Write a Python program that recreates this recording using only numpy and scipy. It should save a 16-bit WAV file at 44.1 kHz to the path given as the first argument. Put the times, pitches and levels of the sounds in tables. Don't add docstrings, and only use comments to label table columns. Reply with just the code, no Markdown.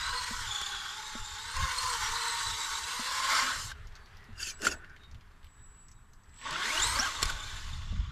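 import sys
import numpy as np
from scipy import signal
from scipy.fft import rfft, irfft, next_fast_len
from scipy.io import wavfile
from scipy.ndimage import uniform_filter1d

SR = 44100
rng = np.random.default_rng(int(sys.argv[2]) if len(sys.argv) > 2 else 0)


def volts(x):
    e = np.asarray(x, float) / 20
    return 10 ** e


def bounce(signal):
    frames = np.transpose(np.atleast_2d(signal))
    limited = np.clip(frames, -1, 1)
    pcm = np.round(limited * 32767).astype(np.int16)
    wavfile.write(sys.argv[1], SR, pcm)


N = 357651
T = np.arange(N) / SR

# f/Hz, density/dB
WIND_SPECTRUM = [(8.8, -46), (15, 12), (37, 1.5), (67, 3), (117, -5), (162, -18), (252, -24.5), (300, -34),
                 (390, -53), (660, -120)]
# peak t/s, level/dB, hold/s
GUSTS = [(0.08, -43, 0.018), (0.276, -48.5, 0.23), (1.618, -36.5, 0.029), (1.85, -53, 0.37),
         (2.514, -45.5, 0.015), (3.59, -49, 0.31), (4.35, -50.5, 0.019), (4.724, -45, 0.03),
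         (5.12, -49.5, 0.046), (6.856, -43.5, .17), (7.26, -37.5, .02), (7.438, -41.5, 0.16),
         (7.782, -37, 0.017), (7.92, -34.5, 0.25)]
BREEZE_DB, GUST_RISE_DB_S, GUST_FALL_DB_S, LUMPS_DB = -56, 142, 248, 3
# f/Hz, density/dB
YARD_SPECTRUM = [(88, -24), (150, 8.5), (246, 1.5), (603, -12), (1090, 0.5), (1630, -7), (2520, -36),
                 (6930, -20), (7620, -17), (8070, -28), (8550, -22.5), (14300, -27)]
YARD_DB = -65
# t/s, level/dB
SCUFF = [
    (3.7, -53.5),
    (4.44, -55),
    (4.57, -55.5),
    (5.29, -61),
    (6.16, -66),
    (6.4, -60),
]
# f/Hz, density/dB
SCUFF_SPECTRUM = [(180, -39), (300, -26), (414, 2.5), (456, -11.5), (762, -7), (1730, -0.5), (2280, -8),
                  (3690, -12.5), (14000, -38)]
# t/s, peak level/dB, f/Hz, t60/s
THUMPS = [
    (0.308, -28, 226, 0.062),
    (1.151, -27, 234, 0.054),
    (2.994, -26.5, 234, 0.052),
    (3.423, -41.5, 256.5, 0.42),
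    (4.287, -40.5, 223, 0.1),
    (4.604, -38, 413, 0.27),
    (4.669, -26, 411, 0.11),
    (6.993, -22, 248, 0.041),
    (7.923, -30, 191, 0.098),
]
# t/s, peak level/dB, low ring re crack/dB, t60/s
KNOCKS = [(0.614, -25, -12, 0.041), (1.5657, -24.5, -15, 0.03), (3.7165, -43, 16.5, 0.044),
          (4.6184, -28, -10, 0.034), (4.5916, -47, 5, 0.03), (4.6508, -23, 7.5, 0.076),
          (4.668, -19.5, 12.5, 0.07), (4.6785, -37, -15, 0.03), (6.508, -25.5, -23, 0.014),
          (6.989, -23, 5.5, 0.016), (7.2207, -23, -11, 0.028), (7.2281, -8, -17, 0.025),
          (6.527, -30, -20, 0.013), (7.2547, -20.5, -15, 0.02), (7.2945, -31.5, 7, 0.05),
          (7.299, -25, 0, 0.05)]
# f/Hz, level/dB, t60/s
KNOCK_MODES = [(1515, 5.5, 0.026), (2000, -8, 0.019), (4420, -6, 0.03), (5270, 1, 0.027),
               (6820, -1.5, 0.019), (7950, 5, 0.01), (9500, -4, 0.013)]
# t/s, peak level/dB, centre f/Hz, brightness/dB
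TICKS = [(3.7544, -56, 3320, -12), (3.8716, -46, 5700, -5), (3.8814, -53, 3380, -10),
         (3.9225, -49, 3290, -14), (3.954, -38, 4800, -15), (3.965, -45, 5400, -12),
         (4.0587, -46, 4460, -12), (4.148, -50, 3630, -17), (4.17, -44.5, 5100, -5),
         (4.2083, -62, 3330, -2), (4.242, -52, 5260, 1), (4.5734, -52, 4000, -14), (4.8452, -43, 1900, -40),
         (4.897, -52, 5000, -14), (4.964, -44.5, 2930, -16), (5.035, -45.5, 3650, -15),
         (5.113, -45, 5200, -15), (5.1458, -43, 3460, -18), (5.2101, -49, 4060, -15),
         (5.3158, -54, 3370, -10), (5.43, -51, 3350, -12), (5.4443, -45.5, 3330, -5),
         (5.469, -50, 3350, -10), (5.884, -46, 6000, -11), (5.9157, -45, 6000, -12), (6.134, -49, 5630, -5),
         (6.236, -55, 5290, -34), (6.293, -55, 5000, -14), (6.157, -61, 5500, -20),
         (6.3346, -51, 2700, -20), (6.363, -49, 2500, -20), (6.374, -57, 5200, -14),
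         (6.387, -41, 2500, -16), (6.414, -36, 2600, -16), (6.445, -44, 4500, -16), (6.574, -40, 5500, -16),
         (6.598, -37, 5200, -16), (6.622, -38, 5000, -16)]
# peak t/s, hold/s, level/dB, rise/(dB/s), fall/(dB/s)
NUDGES = [
    (3.745, .01, -80, 900, 24),
    (4.397, .02, -67, 400, 170),
    (4.536, 0.024, -54, 300, 300),
    (4.634, 0.15, -58, 300, 1107),
    (5.524, 0.021, -66.5, 125, 125),
    (5.635, .01, -59.5, 220, 180),
    (5.79, .03, -57.5, 101.5, 70),
    (6.1, 0.1, -98, 100, 298),
    (6.4, 0.093, -56, 107, 20),
]
WHINE_HZ = 7800
SPLIT_FROM_S, SPLIT_OVER_S = 6.25, 0.093
# peak t/s, level/dB, f/Hz, glide/(Hz/s), half length/s
CHIRPS = [
    (3.769, -63, 1415, -2500, 0.089),
    (4.051, -69, 4520, -800, 0.088),
    (4.228, -62, 1935, -800, .13),
    (5.048, -60.5, 3730, -600, .07),
    (5.599, -75.5, 3790, 202, 0.052),
    (5.97, -75, 3810, 400, 0.059),
    (5.467, -73, 3600, -2, 0.04),
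]
CHIRP_EDGE_DB = 17
# start t/s, hold/s, rasp level/dB, tooth rate f/Hz, body jolt re rasp/dB
STROKES = [
    (4.406, 0.099, -38.5, 2723, -43),
    (4.626, 0.0099, -49, 2514, 1.5),
    (4.652, 0.024, -33, 2690, -5.5),
    (4.713, 0.011, -38.5, 2720, -33),
]
STROKE_RISE_DB_S, STROKE_FALL_DB_S, SAG_HZ_PER_S, LOW_DB = 590.5, 656, -3000, 1
# start t/s, hold/s, level/dB, low part re level/dB
SETTLE = [
    (4.384, 0.037, -48.5, -15),
    (4.482, 0.028, -53, -8),
    (4.68, 0.043, -50.5, 5),
    (4.813, 0.037, -52.5, -24),
    (4.904, 0.03, -59, -17),
    (3.73, 0.041, -68, -18),
]
SETTLE_RISE_DB_S, SETTLE_FALL_DB_S, CREAK_FLUTTER_DB = 500, 165, 2.6
# f/Hz, density/dB
RASP_SPECTRUM = [(88, -52), (150, -27), (412, -29), (462, -32.5), (1180, -37), (1510, -21), (1930, -28.5),
                 (2720, -8), (4060, -16), (5210, -7.5), (14300, -24.5)]
# f/Hz, width/Hz, level/dB
RASP_MODES = [(1470, 72, 1), (1780, 120, 10), (5100, 290, -1), (6700, 370, 3.5), (9600, 670, -2)]
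# f/Hz, density/dB
SHELL_SPECTRUM = [(88, -46), (150, -11), (189, -22.5), (251, -15.5), (361, -15), (489, -14.5), (615, -14),
                  (884, -11.5), (1070, -7.5), (2750, -7.5), (3420, -3), (5950, -8), (7920, -3), (9580, -10),
                  (14300, -18)]
# f/Hz, width/Hz, level/dB
SHELL_MODES = [(889, 142, 11.5), (1089, 120, 3), (1488, 50, -1), (1650, 32, -6), (3600, 1300, -3.5),
               (5150, 350, -4.5), (6500, 130, -18)]
# t/s, level/dB, heading (open underside toward the listener)/dB
PASS = [
    [(0, -36, -6), (.3, -41, 0.5), (.9, -43, -2), (1.25, -47, 0), (1.5, -42.5, -2.5), (1.63, -37, -1),
     (1.97, -35.5, 1), (2.3, -37, 0), (2.9, -39.5, 1), (3.18, -36, 0), (3.36, -29, -1.5), (3.52, -35, -2),
     (3.64, -47.5, 8), (3.72, -50.5, 2.5), (3.76, -77, -37)],
    [(6.32, -86, -8), (6.464, -40, -15.5), (6.69, -35, -1), (6.94, -34, 2), (7.19, -40.5, -3.5),
     (7.25, -38.5, -2), (7.36, -43.5, -3.5), (7.68, -50.5, 0.5), (8.11, -58, -16)],
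]
ROUGH_FROM_S, ROUGH_OVER_S, ROUGH_DB = 2.56, 0.98, 10.5
HISS_DB, FIZZ_DB, RUMBLE_DB, HISS_TURN, FIZZ_TURN = -4.5, -8.5, -28, 0.15, 1.33
HISS_FAR_DB_PER_DB = 0.23
SCRAPE_DB, SCRAPE_ROUGH, STREAK_DB = -27, 0.82, 2.4
# t/s, hum f/Hz, load/dB, tooth bite/dB
SPEED = [
    [(0, 451, -19, 5), (.16, 492.5, 7, 3.5), (.43, 477, 0, -4), (.485, 406, 3, 8), (.9, 390.4, 0, 7),
     (1.0, 431, 2, 0.5), (1.38, 417, 1, 6), (1.63, 535, 4.5, 1), (1.75, 494, 0, 4.5), (1.88, 502.5, 3.5, 3),
     (2.02, 428, 1, -11), (2.2, 471, 3.5, 5), (2.75, 443, -3, 0.5), (3.05, 503, 3, -1),
     (3.37, 541.4, -4.5, -3), (3.5, 520, -12, -5), (3.75, 296, -7, -26)],
    [(6.4, 108, 2, -4), (6.56, 164, 2.5, 1), (6.63, 197, 3, 5.5), (6.69, 244, -3, 4.5), (6.76, 328, 0, 5.5),
     (6.82, 408, 2, 11.5), (6.865, 472, 2, 7), (6.93, 490, 1, 3.5), (6.99, 587, 2, 6.5),
     (7.035, 812, 9.5, 1), (7.055, 777, 5, -7), (7.11, 500, -2, -17), (7.17, 416.5, -6.5, -1),
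     (8.11, 407, -10, 3)],
]
MESH_RATIO = 8.605
HUM_DB, SECOND_DB, FOURTH_DB, MESH_DB, DOUBLE_DB, HUM_ROUGH = -7, 3.5, -12.5, -8, -12, 0.42
CHATTER_DB, DRIFT_DB = 3.6, 1
TOOTH_SHIVER, STRAIN_S = .011, .4
# f/Hz, level/dB
GEARBOX = [(1600, -5), (2500, -0.5), (3450, 0), (4500, -5.5), (5800, 2), (8200, 11), (10200, -28)]
# f/Hz, level/dB
GEARBOX_DOUBLE = [(2400, -10), (3450, 10), (4300, -10), (6200, -10), (7300, 1), (8300, 1), (10200, -28)]
# f/Hz, level/dB
FLAT = [(1, 0), (2, 0)]
# f/Hz, side re mid where the channels differ/dB
SIDE_LEVEL = [(500, -33), (4000, -16), (14000, 3.5)]
# f/Hz, share of moments when the channels differ [0..1]
SIDE_SHARE = [(150, 0), (350, .5), (550, .2), (800, 0), (4000, 0), (4800, .25), (5800, .5), (8000, .55),
              (9500, .7), (14000, .65)]


def evened(x):
    return x / np.sqrt(np.mean(x ** 2) + 1e-20)


def read(points, hz):
    f, value = np.transpose(points)
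    return np.interp(np.log(hz + 1), np.log(f + 1), value)


def columns(rows):
    s, *values = np.transpose(rows)
    since_start = T - s[0] + (s[0] < .01)
    until_end = s[-1] - T + (s[-1] > 8)
    gate = np.clip(np.minimum(since_start, until_end) / .02, 0, 1)
    return gate, *(np.interp(T, s, v) for v in values)


def drives(tables):
    curves = [np.array(columns(table)) for table in tables]
    return sum(c * (c[0] > 0) for c in curves)


def swell(s, hold, db, rise, fall):
    level = db - rise * np.maximum(s - T, 0) - fall * np.maximum(T - s - hold, 0)
    return volts(np.maximum(level, -140))


def rough_ground():
    return ROUGH_DB * np.clip((T - ROUGH_FROM_S) / ROUGH_OVER_S, 0, 1)


def colour(x, points, low_hz=0, high_hz=SR):
    size = next_fast_len(len(x))
    hz = np.fft.rfftfreq(size, 1 / SR) + 1e-3
    edges = 1 / np.sqrt((1 + (low_hz / hz) ** 16) * (1 + (hz / high_hz) ** 16))
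    return evened(irfft(rfft(x, size) * volts(read(points, hz)) * edges, size)[:len(x)])


def ringing(x, modes, ring_db):
    size = next_fast_len(len(x))
    hz = np.fft.rfftfreq(size, 1 / SR)
    peaks = sum(volts(db + ring_db) / (1 + (2 * (hz - f) / width) ** 2) for f, width, db in modes)
    return irfft(rfft(x, size) * (1 + peaks), size)[:len(x)]


def resonate(x, hz, width):
    turn = np.exp(2j * np.pi * np.cumsum(hz * np.ones(len(x))) / SR)
    r = np.exp(-np.pi * width / SR)
    return 2 * (turn * signal.lfilter([(1 - r) ** 2], [1, -2 * r, r * r], x / turn)).real


def wander(size):
    return evened(uniform_filter1d(uniform_filter1d(rng.standard_normal(N), size), size))


def rough_line(hz, blur_hz, flutter_db, size):
    turns = np.cumsum(np.minimum(hz, 15000) + blur_hz * wander(size)) / SR
    return np.sqrt(2) * np.sin(2 * np.pi * turns) * volts(flutter_db * wander(4 * size))


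def fuzzy_line(hz, width):
    return evened(resonate(rng.standard_normal(N), np.minimum(hz, 15000), width))


def grit(patchy_db, flicker_db, per_s, spread_db, grain_db, streak_db=0):
    a, b, patches, streaks = rng.standard_normal((N // 256 + 5, 513, 4)).T
    patches = evened(uniform_filter1d(uniform_filter1d(patches, size=10, axis=0), size=8, axis=1))
    streaks = evened(uniform_filter1d(uniform_filter1d(streaks, size=2, axis=0), size=60, axis=1))
    field = (a + 1j * b) * volts(patchy_db * patches + streak_db * streaks)
    wash = evened(signal.istft(field, nperseg=1024, noverlap=768)[1][:N])
    stones = volts(spread_db * np.minimum(rng.exponential(1, N), 5)) * (rng.random(N) < per_s / SR)
    stones = signal.lfilter([1], [1, -.97], stones) * rng.standard_normal(N)
    return evened(wash * volts(flicker_db * wander(500)) + volts(grain_db) * evened(stones))


def add(mix, s, sound):
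    part = mix[round(s * SR):][:len(sound)]
    part += sound[:len(part)]


def air():
    gusts = sum(swell(s, hold, db, GUST_RISE_DB_S, GUST_FALL_DB_S) for s, db, hold in GUSTS)
    wind = colour(rng.standard_normal(N), WIND_SPECTRUM, 0, 260)
    wind = wind * (volts(BREEZE_DB) + gusts) * volts(LUMPS_DB * wander(1500))
    gate, db = columns(SCUFF)
    scuff = gate * volts(db - 4.5) * colour(grit(1.5, 1.0, 300, 3.0, -12), SCUFF_SPECTRUM)
    yard = volts(YARD_DB - 2) * colour(rng.standard_normal(N), YARD_SPECTRUM)
    return wind + scuff + yard


def thumps():
    out, t = np.zeros(N), np.arange(6000) / SR
    for s, db, hz, t60 in THUMPS:
        ring = volts(-60 * t / t60) * np.sin(2 * np.pi * hz * t) * (1 - np.exp(-t / 0.0038))
        slap = evened(resonate(rng.standard_normal(len(t)), 600, 420)) * volts(-16 - 60 * t / 0.055)
        add(out, s, volts(db - 4) * (ring + slap))
    return out


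def knocks():
    out, t = np.zeros(N), np.arange(6000) / SR
    for s, db, low_db, t60 in KNOCKS:
        noise = rng.standard_normal(len(t))
        crack = evened(resonate(noise, 2900, 7400)) * volts(-60 * t / t60)
        modes = 0
        for k, (f, mode_db, mode_t60) in enumerate(KNOCK_MODES):
            decay = volts(mode_db - 60 * t / mode_t60 + low_db * (f < 2500))
            detuned_hz = f * (1 + 0.036 * noise[k])
            modes = modes + decay * np.sin(2 * np.pi * detuned_hz * t + 9 * noise[-k])
        add(out, s, volts(db - 10) * (crack + volts(-1) * modes) * (1 - np.exp(-t / 0.00055)))
    return out


def ticks():
    out, t = np.zeros(N), np.arange(6000) / SR
    envelope = volts(-60 * t / 0.071) + 2.4 * np.exp(-t / 0.00064)
    for s, db, hz, bright_db in TICKS:
        noise = rng.standard_normal(len(t))
        burst = evened(resonate(noise, hz, 2900)) + volts(bright_db) * evened(np.diff(noise, prepend=0))
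        add(out, s, volts(db - 14.5) * envelope * burst)
    return out


def whine():
    load = np.clip((T - SPLIT_FROM_S) / SPLIT_OVER_S, 0, 1)
    pure = rough_line(WHINE_HZ, 12, 1.5, size=150)
    smeared = fuzzy_line(WHINE_HZ, 220) * volts(2 * wander(200))
    switching = sum(swell(*row) for row in NUDGES) * ((1 - load) * pure + (.15 + load) * smeared)
    levels = np.array([swell(s, 0, db, CHIRP_EDGE_DB / half, CHIRP_EDGE_DB / half)
                       for s, db, _, _, half in CHIRPS])
    peak, _, hz, glide, _ = np.transpose(CHIRPS)[:, levels.argmax(axis=0)]
    hz = hz + glide * np.clip(T - peak, -.2, .2)
    return switching + levels.sum(axis=0) * rough_line(hz, 52, 1.9, size=100)


def twitch():
    scrub = ringing(colour(grit(2.5, 2.0, 3000, 2.5, -6), RASP_SPECTRUM), RASP_MODES, 0)
    levels = np.array([swell(s, hold, db, STROKE_RISE_DB_S, STROKE_FALL_DB_S)
                       for s, hold, db, _, _ in STROKES])
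    start, _, _, hz, jolt_db = np.transpose(STROKES)[:, levels.argmax(axis=0)]
    hz = (hz + SAG_HZ_PER_S * np.clip(T - start, -.1, .2)) * (1 + 0.014 * wander(600))
    # order, level/dB, width/Hz
    orders = [(1, -8, 90), (1.25, -15, 200), (1.75, -12, 220), (2, -8, 260), (2.5, -11, 320), (2.85, -11, 260)]
    teeth = sum(volts(db) * fuzzy_line(k * hz, width) * volts(5.36 * wander(400)) for k, db, width in orders)
    rasp = levels.sum(axis=0)
    jolt = rasp * volts(jolt_db) * volts([[0], [LOW_DB]])
    creak = sum(swell(s, hold, db, SETTLE_RISE_DB_S, SETTLE_FALL_DB_S) * volts([[0], [low_db]])
                for s, hold, db, low_db in SETTLE)
    body, low = jolt + creak * volts(CREAK_FLUTTER_DB * wander(700))
    out = rasp * (colour(scrub, FLAT, 1700) + teeth)
    out = out + body * colour(scrub, FLAT, 1200, 1700) + low * colour(scrub, FLAT, 203, 1110)
    return volts(-4.5) * out


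def rolling():
    tyre = grit(1.68, 0.82, 900, 3.8, -13, STREAK_DB)
    shell = ringing(colour(tyre, SHELL_SPECTRUM), SHELL_MODES, 0)
    gate, db, heading_db = drives(PASS)
    rough_db = rough_ground()
    hiss_db = HISS_DB + HISS_TURN * heading_db - HISS_FAR_DB_PER_DB * (db + 44)
    out = volts(-2.5) * colour(shell, FLAT, 1020, 2005)
    out += volts(hiss_db) * colour(shell, FLAT, 2590, 6540)
    out += volts(FIZZ_DB + FIZZ_TURN * heading_db) * colour(shell, FLAT, 4670)
    out += volts(RUMBLE_DB + rough_db) * colour(shell, FLAT, 204, 678)
    out += volts(SCRAPE_DB + SCRAPE_ROUGH * rough_db) * colour(shell, FLAT, 2240, 3300)
    return gate * volts(db) * out


def motor():
    gate, hz, load_db, bite_db = drives(SPEED)
    near, loud_db, heading_db = drives(PASS)
    hz = hz * (1 + 0.0021 * wander(900))
    chatter_db = CHATTER_DB * wander(300) + bite_db
    hum_db = load_db + HUM_DB + HUM_ROUGH * rough_ground()
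    mesh_db = MESH_DB + chatter_db + read(GEARBOX, MESH_RATIO * hz)
    double_db = DOUBLE_DB + chatter_db + 1.04 * heading_db + read(GEARBOX_DOUBLE, 2 * MESH_RATIO * hz)
    # order, level/dB, width/Hz, share of shell colour (0: gear mesh)
    orders = [(1, hum_db, 28, 1.2), (2.036, load_db + SECOND_DB, 58, 1.4),
              (4, load_db + FOURTH_DB + 1.5, 36, .8),
              (MESH_RATIO, mesh_db, 240, 0), (2 * MESH_RATIO, double_db, 480, 0)]
    strain_per_s = abs(np.gradient(uniform_filter1d(np.log(hz + 1), size=2000))) * SR
    stumble = TOOTH_SHIVER * (1 + STRAIN_S * np.minimum(strain_per_s, 8)) * wander(250)
    out = 0
    for k, db, width, share in orders:
        level_db = db + share * read(SHELL_SPECTRUM, k * hz) + DRIFT_DB * wander(3000)
        out = out + volts(level_db) * fuzzy_line(k * hz * (1 + stumble * (share == 0)), width)
    return gate * near * volts(loud_db) * ringing(out, SHELL_MODES, -11.5)


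def scene():
    car = thumps() + knocks() + ticks() + whine() + twitch() + rolling() + motor()
    t = np.arange(8000) / SR
    tail = rng.choice([-1., 1.], len(t)) * (rng.random(len(t)) < .05) * volts(-60 * t / 0.046)
    wet = signal.oaconvolve(car, tail / np.linalg.norm(tail))[:N]
    mid = air() + car + volts(-10) * wet
    return np.array([mid, mid])


def roll_off(x):
    return signal.sosfilt(signal.butter(12, 14750, fs=SR, output="sos"), x)


def record(dry):
    lowpass = signal.firwin(301, 14300, window=("kaiser", 9), fs=SR)
    mid = signal.oaconvolve(dry.mean(0), lowpass, "same")
    hz, t, z = signal.stft(mid, SR, nperseg=512, noverlap=384)
    scatter = np.exp(2j * np.pi * rng.random(z.shape[::-1]).T)
    band = (12 * np.log(hz + 300)).astype(int)
    block = ((t * SR + 341) // 1536).astype(int)
    draw = rng.random((block[-1] + 1, band[-1] + 1))
    draw = np.where(rng.random(draw.shape) < .6, draw[:, :1], draw)
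    draw = draw[block][:, band].T
    apart = (draw < read(SIDE_SHARE, hz)[:, None]) * volts(read(SIDE_LEVEL, hz) + 2)[:, None]
    side = signal.istft(z * scatter * apart, SR, nperseg=512, noverlap=384)[1][:N]
    return roll_off(np.array([mid + side, mid - side]))


dry = scene()
out = record(dry)
bounce(out)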